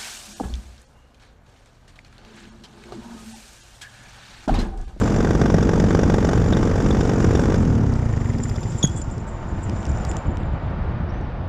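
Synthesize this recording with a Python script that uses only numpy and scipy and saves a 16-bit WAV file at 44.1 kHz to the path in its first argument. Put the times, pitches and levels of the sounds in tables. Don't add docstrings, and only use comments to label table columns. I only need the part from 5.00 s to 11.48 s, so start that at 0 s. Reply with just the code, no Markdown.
import sys
import numpy as np
from scipy import signal
from scipy.io import wavfile
from scipy.ndimage import uniform_filter1d

SR = 44100
rng = np.random.default_rng(int(sys.argv[2]) if len(sys.argv) > 2 else 0)


def gain_from_decibels(decibels):
    exponent = np.asarray(decibels, float) / 20
    return 10 ** exponent


def generate_wav(signal):
    frames = np.transpose(np.atleast_2d(signal))
    scaled = np.clip(frames, -1, 1) * 32767
    pcm = np.round(scaled).astype(np.int16)
    wavfile.write(sys.argv[1], SR, pcm)


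N = 285768

# time_s, speed_turns_per_s
CRANK_SPEED = [(0, 47), (2.54, 46.6), (2.67, 41.4), (2.97, 31.5), (3.25, 23.6), (3.5, 16.6), (3.7, 13.5),
               (3.9, 10), (4.2, 7), (6.48, 1)]
FULL_SPEED, IGNITION_CUT_S, CRANK_STOPS_S = 47, 2.55, 4.22
ROCK_LEAD_TURNS = .37


def rms_one(x):
    return x / np.sqrt(np.mean(x ** 2) + 1e-20)


def in_time(rows):
    s, *columns = np.transpose(rows)
    return [np.interp(np.arange(N) / SR, s, c) for c in columns]


def drift(rate):
    r = np.exp(-80 * np.pi * rate / SR)
    white = rng.standard_normal(N // 40 + 2002)
    slow = signal.lfilter([1], [1, -2 * r, r * r], white)[2000:]
    return np.interp(np.arange(N) / 40, np.arange(len(slow)), rms_one(slow))


def clicks(times, gains):
    out = np.full(N, 1e-18)
    at = np.round(np.asarray(times) * SR).astype(int)
    np.add.at(out, np.clip(at, 0, N - 1), gains)
    return out


def soften(x, window):
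    return np.convolve(x, window)[:N]


def strike(times, gains, modes, scatter_db):
    out, chance = 0, rng.standard_normal((len(times), len(modes)))
    for (hz, level_db, t60), luck in zip(modes, chance.T):
        r, w = gain_from_decibels(-60 / (t60 * SR)), 2 * np.pi * hz / SR
        blows = clicks(times, gains * gain_from_decibels(level_db + scatter_db * luck))
        out = out + signal.lfilter([0, np.sin(w)], [1, -2 * r * np.cos(w), r * r], blows)
    return out


def chatter(times, gains, modes):
    touches = (np.asarray(times)[:, None] + .006 * rng.random((len(times), 6))).ravel()
    return soften(strike(touches, np.repeat(gains, 6), modes, scatter_db=4), np.hanning(7) / 2)


def narrow_noise(peaks, flicker_db, rate):
    out = 0
    for hz, width, level_db in peaks:
        r = np.exp(-np.pi * width / SR)
        b, a = [1, 0.011, -0.992], [1, -2 * r * np.cos(2 * np.pi * hz / SR), r * r]
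        once = signal.lfilter(b, a, rng.standard_normal(N))
        ringing = signal.lfilter(b, a, once)
        out = out + gain_from_decibels(level_db + flicker_db * drift(rate)) * rms_one(ringing)
    return out


def banded_noise(spectrum, patchy_db, shared, rate):
    hz, level_db = np.transpose(spectrum)
    out, together, white = 0, drift(rate), rng.standard_normal((2, N))
    edges = hz[0] * 2 ** np.arange(0, np.log2(min(hz[-1], 17000) / hz[0]), 1 / 3)
    for k, (low, high) in enumerate(zip(edges, edges[1:])):
        band_filter = signal.butter(2, [low, high], "band", fs=SR, output="sos")
        band = signal.sosfilt(band_filter, white[k % 2])
        colour_db = np.interp(np.log(low * high) / 2, np.log(hz), level_db)
        out = out + gain_from_decibels(colour_db + patchy_db * (shared * together + drift(rate))) * band
    return rms_one(out)


def wavering(hz, width):
    steps = np.cumsum(width) / SR
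    luck = rng.standard_normal((2, int(steps[-1]) + 2))
    a, b = (np.interp(steps, np.arange(len(row)), row) for row in luck)
    phase = 2 * np.pi * np.cumsum(hz) / SR
    return rms_one(a * np.cos(phase) + b * np.sin(phase))


def firings():
    # start_s, level_db
    fired = [(0.0771, -4.5), (0.143, -5), (0.1627, -2.5), (0.2054, -0.5), (0.247, 1), (0.272, -4),
             (0.3082, 2), (0.3513, 0.5), (0.4152, 4), (0.4585, 3.5), (0.5009, 1), (0.5423, 4.5),
             (0.5837, 0.5), (0.628, 1), (0.692, 1), (0.735, -0.5), (0.7996, 2.5), (0.8402, 0), (0.9074, 1),
             (0.949, 4), (0.9914, 0.5), (1.033, 2.5), (1.0991, 2.5), (1.1416, 3.5), (1.1836, -1),
             (1.248, 1), (1.2896, 2), (1.3326, 0.5), (1.3763, -2.5), (1.418, -5), (1.461, -5.5), (1.526, 0),
             (1.569, 0.5), (1.6295, -0.5), (1.674, -3), (1.7141, -5.5), (1.758, -4.5), (1.803, -3),
             (1.8621, -0.5), (1.9063, -1.5), (1.9482, -3), (1.969, -4.5), (2.009, 1), (2.0524, -5),
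             (2.0943, 0), (2.135, -3.5), (2.203, -2.5), (2.245, 2.5), (2.3086, -2.5), (2.352, 2),
             (2.394, 1), (2.437, -4), (2.456, -4), (2.501, -3.5), (2.5221, -4), (2.543, -1)]
    s, db = np.transpose(fired)
    return s, db


def crank(fired_s):
    compressions = [2.965, 3.066, 3.178, 3.304, 3.403, 3.516, 3.659, 3.755, 3.844, 3.957, 4.087, 4.185]
    free = np.cumsum(in_time(CRANK_SPEED)[0]) / SR
    marks = free[(np.r_[fired_s, compressions] * SR).astype(int)]
    whole = np.cumsum(np.r_[0, np.round(np.diff(marks))])
    count = len(fired_s)
    marks[:count] = whole[:count] + uniform_filter1d((marks - whole)[:count], size=7)
    turns = np.r_[-marks[0], whole, whole[-1] + free[-1] - marks[-1]]
    return np.interp(free, np.r_[0, marks, free[-1]], turns)


def load():
    t, slower_db = np.arange(N) / SR, 20 * np.log10(in_time(CRANK_SPEED)[0] / FULL_SPEED)
    since_cut = np.maximum(t - IGNITION_CUT_S, 0)
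    coasting = np.clip((t - IGNITION_CUT_S) / .05, 0, 1)
    pump_db = 1 + 2.7 * slower_db
    chuff_db = -10.5 + 0.71 * slower_db - 8 * np.exp(-since_cut / 0.52)
    chuff_db = chuff_db - 50 * (1 - coasting * (t < CRANK_STOPS_S))
    blade_db = -1 + 0.59 * slower_db - 28 * np.maximum(t - IGNITION_CUT_S - .15, 0)
    hiss_db = -49 - 1.5 * coasting + slower_db - 40 * np.clip(t - CRANK_STOPS_S, 0, 2)
    return pump_db, chuff_db, blade_db, hiss_db


def pops(fired_s, fired_gain):
    # pitch_hz, level_db, t60_s
    pop_modes = [(122, -18, 0.036), (165.4, -16.5, 0.076), (310, -15.5, 0.022)]
    early = strike(fired_s - .0017, fired_gain, pop_modes[2:], scatter_db=3)
    return early - strike(fired_s + .0014, fired_gain, pop_modes[:2], scatter_db=3)


def pumping(turn_s, missed, pumped):
    # pitch_hz, level_db, t60_s
    pump_modes = [(49.3, -39.5, 0.19), (317, -20, 0.029), (449, -17.5, 0.035)]
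    suck_modes = [(120, -19, .04), (166, -19, .04)]
    slosh_modes = [(266.3, -11.5, 0.049)]
    coasting = turn_s > IGNITION_CUT_S
    late = .00025 * rng.standard_normal(len(turn_s))
    dip_s = turn_s - .002 + late * missed * (1 + 2 * coasting)
    out = -strike(dip_s, pumped, pump_modes, scatter_db=2.5)
    out -= strike(turn_s - .002, missed * pumped, suck_modes, scatter_db=0.5)
    slosh_gain = missed * (turn_s < IGNITION_CUT_S) * pumped
    return out + strike(turn_s + .00754 + late, slosh_gain, slosh_modes, scatter_db=2.0)


def chuffs(turn_s, coasting_gain):
    # pitch_hz, level_db, t60_s
    chuff_modes = [(110.7, 4, 0.084), (137, 0, 0.046), (225.6, -9.5, 0.21), (390, -11.5, 0.073)]
    # peak_s, spread_s, pitch_hz, level_db, t60_s
    cold_modes = [
        (2.736, 0.091, 240, -10, 0.057),
        (3.35, 0.052, 240, -19, 0.16),
        (3.32, 0.039, 74, -18, .12),
    ]
    out = strike(turn_s - .0075, coasting_gain, chuff_modes, scatter_db=.8)
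    for peak_s, spread_s, *mode in cold_modes:
        gain = (turn_s > IGNITION_CUT_S) * gain_from_decibels(-((turn_s - peak_s) / spread_s) ** 2)
        out += strike(turn_s + .00754, gain, [mode], scatter_db=1)
    return out


def cracks(fired_s, fired_gain, turn_s, missed):
    # pitch_hz, level_db, t60_s
    crack_modes = [(417.6, -15, 0.029), (549, -25.5, 0.047), (855, -25.5, 0.027), (1150, -21, 0.0096),
                   (1545, -21.5, 0.019), (1867, -33, 0.03), (3514, -34, 0.027), (5630, -29.5, 0.03)]
    sharp = strike(fired_s - .0005, fired_gain, crack_modes[:2], scatter_db=2)
    sharp -= strike(fired_s + 0.000912, fired_gain, crack_modes[2:], scatter_db=2)
    sputter = gain_from_decibels(-13.5 + 4 * rng.standard_normal(len(turn_s))) * missed * (turn_s < IGNITION_CUT_S)
    sharp -= strike(turn_s + .001, sputter, crack_modes, scatter_db=2.0)
    return soften(sharp, np.hanning(9) / 4)


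def reed_valve(turn_s):
    # time_s, level_db
    reed_levels = [(2.7, -50), (2.95, -38), (3.15, -31), (3.42, -30), (3.6, -35), (4.0, -48), (4.2, -70)]
    # pitch_hz, level_db, t60_s
    putt_modes = [(1850, -1, .028), (2020, -2, .026), (1550, -9, .015), (2300, -8, .014)]
    gain = gain_from_decibels(np.interp(turn_s, *np.transpose(reed_levels)) - 3)
    return soften(strike(turn_s - .002, gain, putt_modes, scatter_db=2), np.hanning(9) / 4)


def gas_gate(fired_s, fired_db, turn_s, missed, pump_turn_db):
    lead_s = (turn_s > IGNITION_CUT_S) * ROCK_LEAD_TURNS * np.gradient(turn_s)
    puff_db = 9.0 + pump_turn_db / 5 + rng.standard_normal(len(turn_s))
    puffs = clicks(fired_s - .004, gain_from_decibels(fired_db + 15.5))
    puffs += clicks(turn_s - .002 - lead_s, missed * gain_from_decibels(puff_db))
    t = np.arange(0, .03, 1 / SR) / .0025
    return signal.fftconvolve(puffs, t ** 2 * np.exp(-t))[:N]


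def exhaust(angle, fired_s, fired_db, pump_db, chuff_db):
    at = np.flatnonzero(np.diff(np.floor(angle)))
    turn_s, fired_gain = at / SR, gain_from_decibels(fired_db)
    missed = np.abs(turn_s[:, None] - fired_s).min(axis=1) > .005
    low = pops(fired_s, fired_gain) + pumping(turn_s, missed, gain_from_decibels(pump_db[at]))
    low += chuffs(turn_s, gain_from_decibels(chuff_db[at]))
    opening = np.hanning(45)
    sound = soften(low, opening / opening.sum()) + reed_valve(turn_s)
    sound += cracks(fired_s, fired_gain, turn_s, missed)
    return sound, gas_gate(fired_s, fired_db, turn_s, missed, pump_db[at])


def gas_hiss(hiss_db, drag_db, gate):
    # pitch_hz, level_db (per Hz)
    hiss_spectrum = [(1100, -2), (1800, -5), (2760, -10.5), (3400, -5), (4270, -14.5), (5600, 3),
                     (6500, -8.5), (7500, -14), (8600, -33.5), (9500, -18), (10800, -15), (13000, -28),
                     (15500, -42), (17000, -70)]
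    lifted_db = -28 * np.maximum(np.arange(N) / SR - 5.14, 0)
    level = np.hypot(gain_from_decibels(hiss_db), gain_from_decibels(drag_db + 1.5 + lifted_db))
    return level * (1 + gate) * banded_noise(hiss_spectrum, patchy_db=1, shared=1.0, rate=140)


def propeller(angle, level_db):
    # multiple, level_db
    blade_tones = [(1, -30), (2, -35), (3, -25), (4, -28), (5, -36), (6, -34), (7, -26), (8, -35),
                   (11, -42)]
    blade = 2 * np.pi * .643 * angle
    out = gain_from_decibels(-60) * np.sin(blade + 2 * np.pi * angle)
    for multiple, tone_db in blade_tones:
        phase = round(multiple) * blade + 0.6 * drift(1.12) + rng.uniform(0, 2 * np.pi)
        out = out + gain_from_decibels(tone_db + 0.86 * drift(13.0)) * np.sin(phase)
    return np.sqrt(2) * gain_from_decibels(level_db) * out


def rocking(angle):
    # pitch_hz, level_db, t60_s
    rock_modes = [(5100, 0, .014), (5500, -3, .012), (3550, -7, .018), (7600, -12, .01)]
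    s = np.flatnonzero(np.diff(np.floor(angle + ROCK_LEAD_TURNS))) / SR
    return chatter(s - .001, gain_from_decibels(-43 - ((s - 3.54) / .06) ** 2), rock_modes)


def jolts():
    # start_s, level_db
    jolt_events = [(1.1, -46), (1.378, -49), (1.529, -38.5), (1.57, -46), (1.907, -42), (2.011, -50),
                   (2.097, -53), (2.356, -45)]
    # pitch_hz, level_db, t60_s
    bracket_modes = [(3480, 0, .03), (3700, -1, .025)]
    s, db = np.transpose(jolt_events)
    return chatter(s, gain_from_decibels(db), bracket_modes)


def shoe_drag():
    # time_s, level_db
    drag_levels = [(0, -49), (.4, -60), (2.4, -54), (2.8, -63), (3.3, -55), (3.8, -51), (4.25, -62.5),
                   (4.55, -60.5), (4.75, -57), (5.1, -55), (5.3, -65), (5.5, -75.5), (5.9, -86.5),
                   (6.1, -92), (6.48, -98)]
    return in_time(drag_levels)[0]


def clutch(drag_db):
    # start_s, level_db
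    catches = [(.94, -45), (2.57, -41), (3.1, -60), (3.24, -48), (3.431, -38.5), (3.7, -40), (3.779, -40),
               (3.96, -38), (4.01, -45), (4.11, -45), (4.46, -72), (4.63, -46), (4.8, -70), (5.0, -50),
               (5.09, -39), (5.17, -48), (5.29, -65)]
    # time_s, pitch_hz, width_hz, partner_db
    ring_course = [(0, 7180, 110, -9), (3.0, 7130, 110, -12), (3.75, 7180, 120, -8), (3.95, 7125, 70, -6),
                   (4.5, 7110, 60, -10), (4.75, 7140, 80, -12), (5.05, 7090, 70, -12), (5.3, 7135, 80, -12),
                   (6.48, 7130, 90, -14)]
    # pitch_hz, width_hz, level_db
    drum_peaks = [(3400, 140, -24), (7550, 900, -9), (10500, 2200, -29)]
    s, db = np.transpose(catches)
    t = np.arange(0, .25, 1 / SR)
    swell = (1 - np.exp(-t / 0.0084)) * np.exp(-t / 0.0089) * 2
    caught = signal.fftconvolve(clicks(s, gain_from_decibels(db)), swell)[:N]
    hz, width, partner_db = in_time(ring_course)
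    ring = gain_from_decibels(-1 + 4 * drift(31)) * wavering(hz, 1.6 * width)
    ring += gain_from_decibels(partner_db + 4 * drift(20)) * wavering(0 * hz + 7335, width)
    return (gain_from_decibels(drag_db) + caught) * (ring + narrow_noise(drum_peaks, flicker_db=6, rate=20))


def squeal():
    # start_s, length_s, lowest_hz, level_db
    squeals = [
        (3.828, .034, 3325, -25),
        (3.864, .04, 3322, -39),
        (3.908, .06, 3385, -58),
        (3.965, .055, 3385, -54),
    ]
    overtones = [(-22, 1, 0), (-20, 2, 14), (-46, 1, 5), (-73, 1.2, 0)]
    out = np.zeros(N)
    for s, length, hz, level_db in squeals:
        t = np.arange(0, length, 1 / SR)
        slip = (2 * t / length - 1) ** 4
        pitch = hz + 22 * drift(400)[:len(t)] + 190 * slip * gain_from_decibels((level_db + 25) / 2)
        phase = 2 * np.pi * np.cumsum(pitch) / SR
        shape = np.minimum(1, np.minimum(t / .002, (length - t) / .008))
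        tone = 0
        for k, (top_db, growth, loss_db) in enumerate(overtones):
            tone_db = top_db + growth * (level_db + 25) - loss_db * slip
            if k == 0:
                tone_db = tone_db - 9 * t / length
            tone = tone + gain_from_decibels(tone_db) * np.sin((k + 1) * phase)
        out[round(s * SR):][:len(t)] += np.sqrt(2) * shape * tone
    return out * (gain_from_decibels(2 * drift(120)) + gain_from_decibels(-17) * drift(500))


def bite():
    # pitch_hz, level_db, t60_s
    grip_modes = [(620, -22, .012), (760, -27, .01)]
    snap_modes = [(5750, -30, .018), (6100, -38, .02), (3650, -36, .02)]
    knock_modes = [(740, -44, 0.0081), (1140, -45, 0.0079), (1510, -36, 0.016), (1930, -41, 0.013)]
    thump_s = 3.8388
    t = np.maximum(np.arange(N) / SR - thump_s, 0)
    hz = 140 * (1 + 2.4 * np.exp(-t / .0023)) * (t > 0)
    swell = (1 - np.exp(-t / .003)) * np.exp(-t / .009) * 2
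    thump = -gain_from_decibels(-5.5) * swell * np.sin(2 * np.pi * np.cumsum(hz) / SR)
    front = strike([thump_s], 0.96, grip_modes, scatter_db=5)
    return thump + front + chatter([3.826], [1], snap_modes) + chatter([3.846], [1], knock_modes)


def ticks():
    # start_s, peak_db, pitch_hz, top_db, low_db
    tick_events = [(2.939, -30, 5050, -17, -10), (3.8745, -27, 5900, -24, -12),
                   (3.8984, -35, 5690, -20, -12), (3.972, -39, 5500, -20, -12), (4.018, -29, 4840, -22, -5),
                   (4.1031, -40, 5700, -20, -12), (4.1814, -39, 5320, -18, -10),
                   (4.6968, -29.5, 5060, -19, 2), (4.83, -38, 5500, -21, 5), (4.854, -29, 5500, -22, 0),
                   (4.867, -33, 5640, -30, -16), (4.894, -36, 6000, -22, -8), (4.918, -37, 5410, -15, -10),
                   (4.9737, -36, 5590, -28, -12), (5.0507, -24, 5000, -22, -6),
                   (5.115, -27.5, 5800, -17, 1), (5.1687, -23, 6200, -23, -5), (5.3718, -34, 5000, -18, 6),
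                   (5.4335, -42, 3300, -17, -2), (5.667, -58, 6200, -13, -5), (5.7084, -57, 4630, -22, -7),
                   (5.9234, -56, 4710, -12.5, -9), (6.2134, -50, 5680, -22, -9)]
    out, t = np.zeros(N), np.arange(600) / SR
    for s, peak_db, hz, top_db, low_db in tick_events:
        burst = rng.standard_normal(len(t)) + 6 * (t == t[18])
        burst = burst * np.minimum(t / .0004, 1) * np.exp(-t / 0.001)
        bands = ((hz / 1.2, hz * 1.2, 0), (4200, 8000, -3),
                 (2300, 3900, low_db), (8300, 14500, np.clip(top_db, -32, -8)))
        for low, high, db in bands:
            part = signal.sosfilt(signal.butter(2, [low, high], "band", fs=SR, output="sos"), burst)
            out[round((s - .001) * SR):][:len(t)] += gain_from_decibels(peak_db - 1 + db) * part / np.abs(part).max()
    return out


def housing(x):
    dip = signal.butter(1, [3950, 4650], "band", fs=SR, output="sos")
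    dipped = x - 0.5 * signal.sosfilt(dip, x)
    low = signal.sosfilt(signal.butter(8, 8200, "low", fs=SR, output="sos"), dipped)
    high = signal.sosfilt(signal.butter(8, [8200, 13500], "band", fs=SR, output="sos"), dipped)
    return low + gain_from_decibels(-5.5) * high


def grit():
    # start_s, peak_db
    crackle = [(3.2013, -57), (3.2442, -56), (3.2772, -48), (3.2886, -56), (3.3191, -51), (3.3854, -53),
               (3.3854, -50), (3.4307, -55), (3.495, -40), (3.5411, -50), (3.5585, -46), (3.5845, -53),
               (3.6079, -43), (3.6309, -42), (3.6837, -46), (3.7441, -54), (3.7571, -52), (3.766, -56),
               (3.796, -58),
               (5.4997, -72), (5.5167, -67), (5.544, -72), (5.6055, -73), (5.6259, -72), (5.6663, -62),
                    (5.7112, -62), (5.8444, -65)]
    # pitch_hz, level_db, t60_s
    grit_modes = [(9300, -6, .004), (10600, -4, .004), (11800, -8, .004)]
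    s, db = np.transpose(crackle)
    return soften(strike(s, gain_from_decibels(db), grit_modes, scatter_db=4), [.5, 1, .5])


def hum():
    # time_s, low_hz, low_db, high_hz, high_db
    hum_course = [(3.2, 358, -70, 920, -66), (3.5, 356, -62, 918, -52), (3.62, 354, -42, 911, -50),
                  (3.78, 352, -44, 908, -49), (3.95, 350, -50, 902, -52), (4.5, 345, -48, 895, -50),
                  (4.75, 342, -43, 890, -52), (5.1, 340, -46, 885, -53), (5.5, 338, -62, 880, -70)]
    low_hz, low_db, high_hz, high_db = in_time(hum_course)
    out = 0
    for hz, db in ((low_hz, low_db), (high_hz, high_db)):
        level = np.sqrt(2) * gain_from_decibels(db + 2 * drift(6))
        out = out + level * np.sin(2 * np.pi * np.cumsum(hz + 4 * drift(8)) / SR)
    return out


def whistle():
    # time_s, pitch_hz, level_db
    whistle_course = [(6.07, 5000, -90), (6.09, 5350, -63), (6.12, 5600, -65), (6.15, 5950, -65),
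                      (6.21, 6050, -66), (6.222, 5650, -61), (6.25, 5500, -66), (6.27, 5400, -90)]
    hz, level_db = in_time(whistle_course)
    phase = 2 * np.pi * np.cumsum(hz + 80 + 200 * drift(250)) / SR
    return gain_from_decibels(level_db - 1.5 + 4 * drift(60)) * np.sin(phase)


def wind(gate):
    # time_s, level_db
    airflow = [(0, -21.5), (.3, -23.5), (2.5, -23), (2.8, -25.5), (3.6, -27), (4.05, -27.5), (4.45, -25.5),
               (4.6, -25), (5.15, -23), (5.4, -24.5), (5.6, -24), (5.9, -24), (6.05, -24.5), (6.25, -24.5),
               (6.48, -25.5)]
    # peak_s, level_db, half_length_s
    eddies = [
        (3.04, -7, .08),
        (4.298, -3.5, 0.097),
        (4.484, -4, 0.055),
        (4.532, 6, 0.016),
        (4.672, 5, 0.019),
        (5.227, -11.5, 0.028),
        (5.288, 4.5, 0.075),
        (5.605, -6, 0.021),
        (6.332, -5.5, 0.055),
    ]
    # pitch_hz, level_db (per Hz)
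    buffet_spectrum = [(8.8, -38), (15, 1), (81, 5), (226, -6), (255, -14), (341, -9.5), (373, -18),
                       (500, -21), (650, -63), (1100, -120)]
    rush_spectrum = [(150, -34), (250, -8.5), (297, 1.5), (369, -20.5), (439, -4), (816, -2.5), (890, -7),
                     (1280, -8.5), (2780, -24.5), (5300, -39), (6100, -68), (7200, -86), (17300, -120)]
    flow_db, = in_time(airflow)
    t = np.arange(N) / SR
    eddies_db = sum(db * np.exp(-((t - s) / half) ** 2) for s, db, half in eddies)
    buffet = banded_noise(buffet_spectrum, patchy_db=1.5, shared=1.0, rate=52)
    rush = banded_noise(rush_spectrum, patchy_db=0.83, shared=0.29, rate=27.0)
    rush = gain_from_decibels(-37.5 + 1.54 * (flow_db + 25)) * (1 + 0.49 * gate) * rush
    rush_low_pass = signal.butter(6, 6500, fs=SR, output="sos")
    return gain_from_decibels(flow_db + eddies_db) * buffet + signal.sosfilt(rush_low_pass, rush)


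def scene():
    fired_s, fired_db = firings()
    angle = crank(fired_s)
    pump_db, chuff_db, blade_db, hiss_db = load()
    drag_db = shoe_drag()
    pulses, gate = exhaust(angle, fired_s, fired_db, pump_db, chuff_db)
    motor = pulses + rocking(angle) + jolts()
    drive = clutch(drag_db) + squeal() + bite() + grit() + hum()
    cased = housing(ticks() + gas_hiss(hiss_db, drag_db, gate))
    mix = motor + propeller(angle, blade_db) + drive + cased + whistle() + wind(gate)
    return mix[None]


def top_cut(x):
    return signal.sosfilt(signal.butter(12, 15350, fs=SR, output="sos"), x)


def record(dry):
    cut = signal.sosfilt(signal.butter(2, 22, "high", fs=SR, output="sos"), dry)
    noise_filter = signal.butter(10, 11800, fs=SR, output="sos")
    cut = cut + gain_from_decibels(-80) * signal.sosfilt(noise_filter, rng.standard_normal(dry.shape))
    rounded = .95 * np.tanh(cut / .95)
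    return top_cut(rounded)


dry = scene()
out = record(dry)
generate_wav(out)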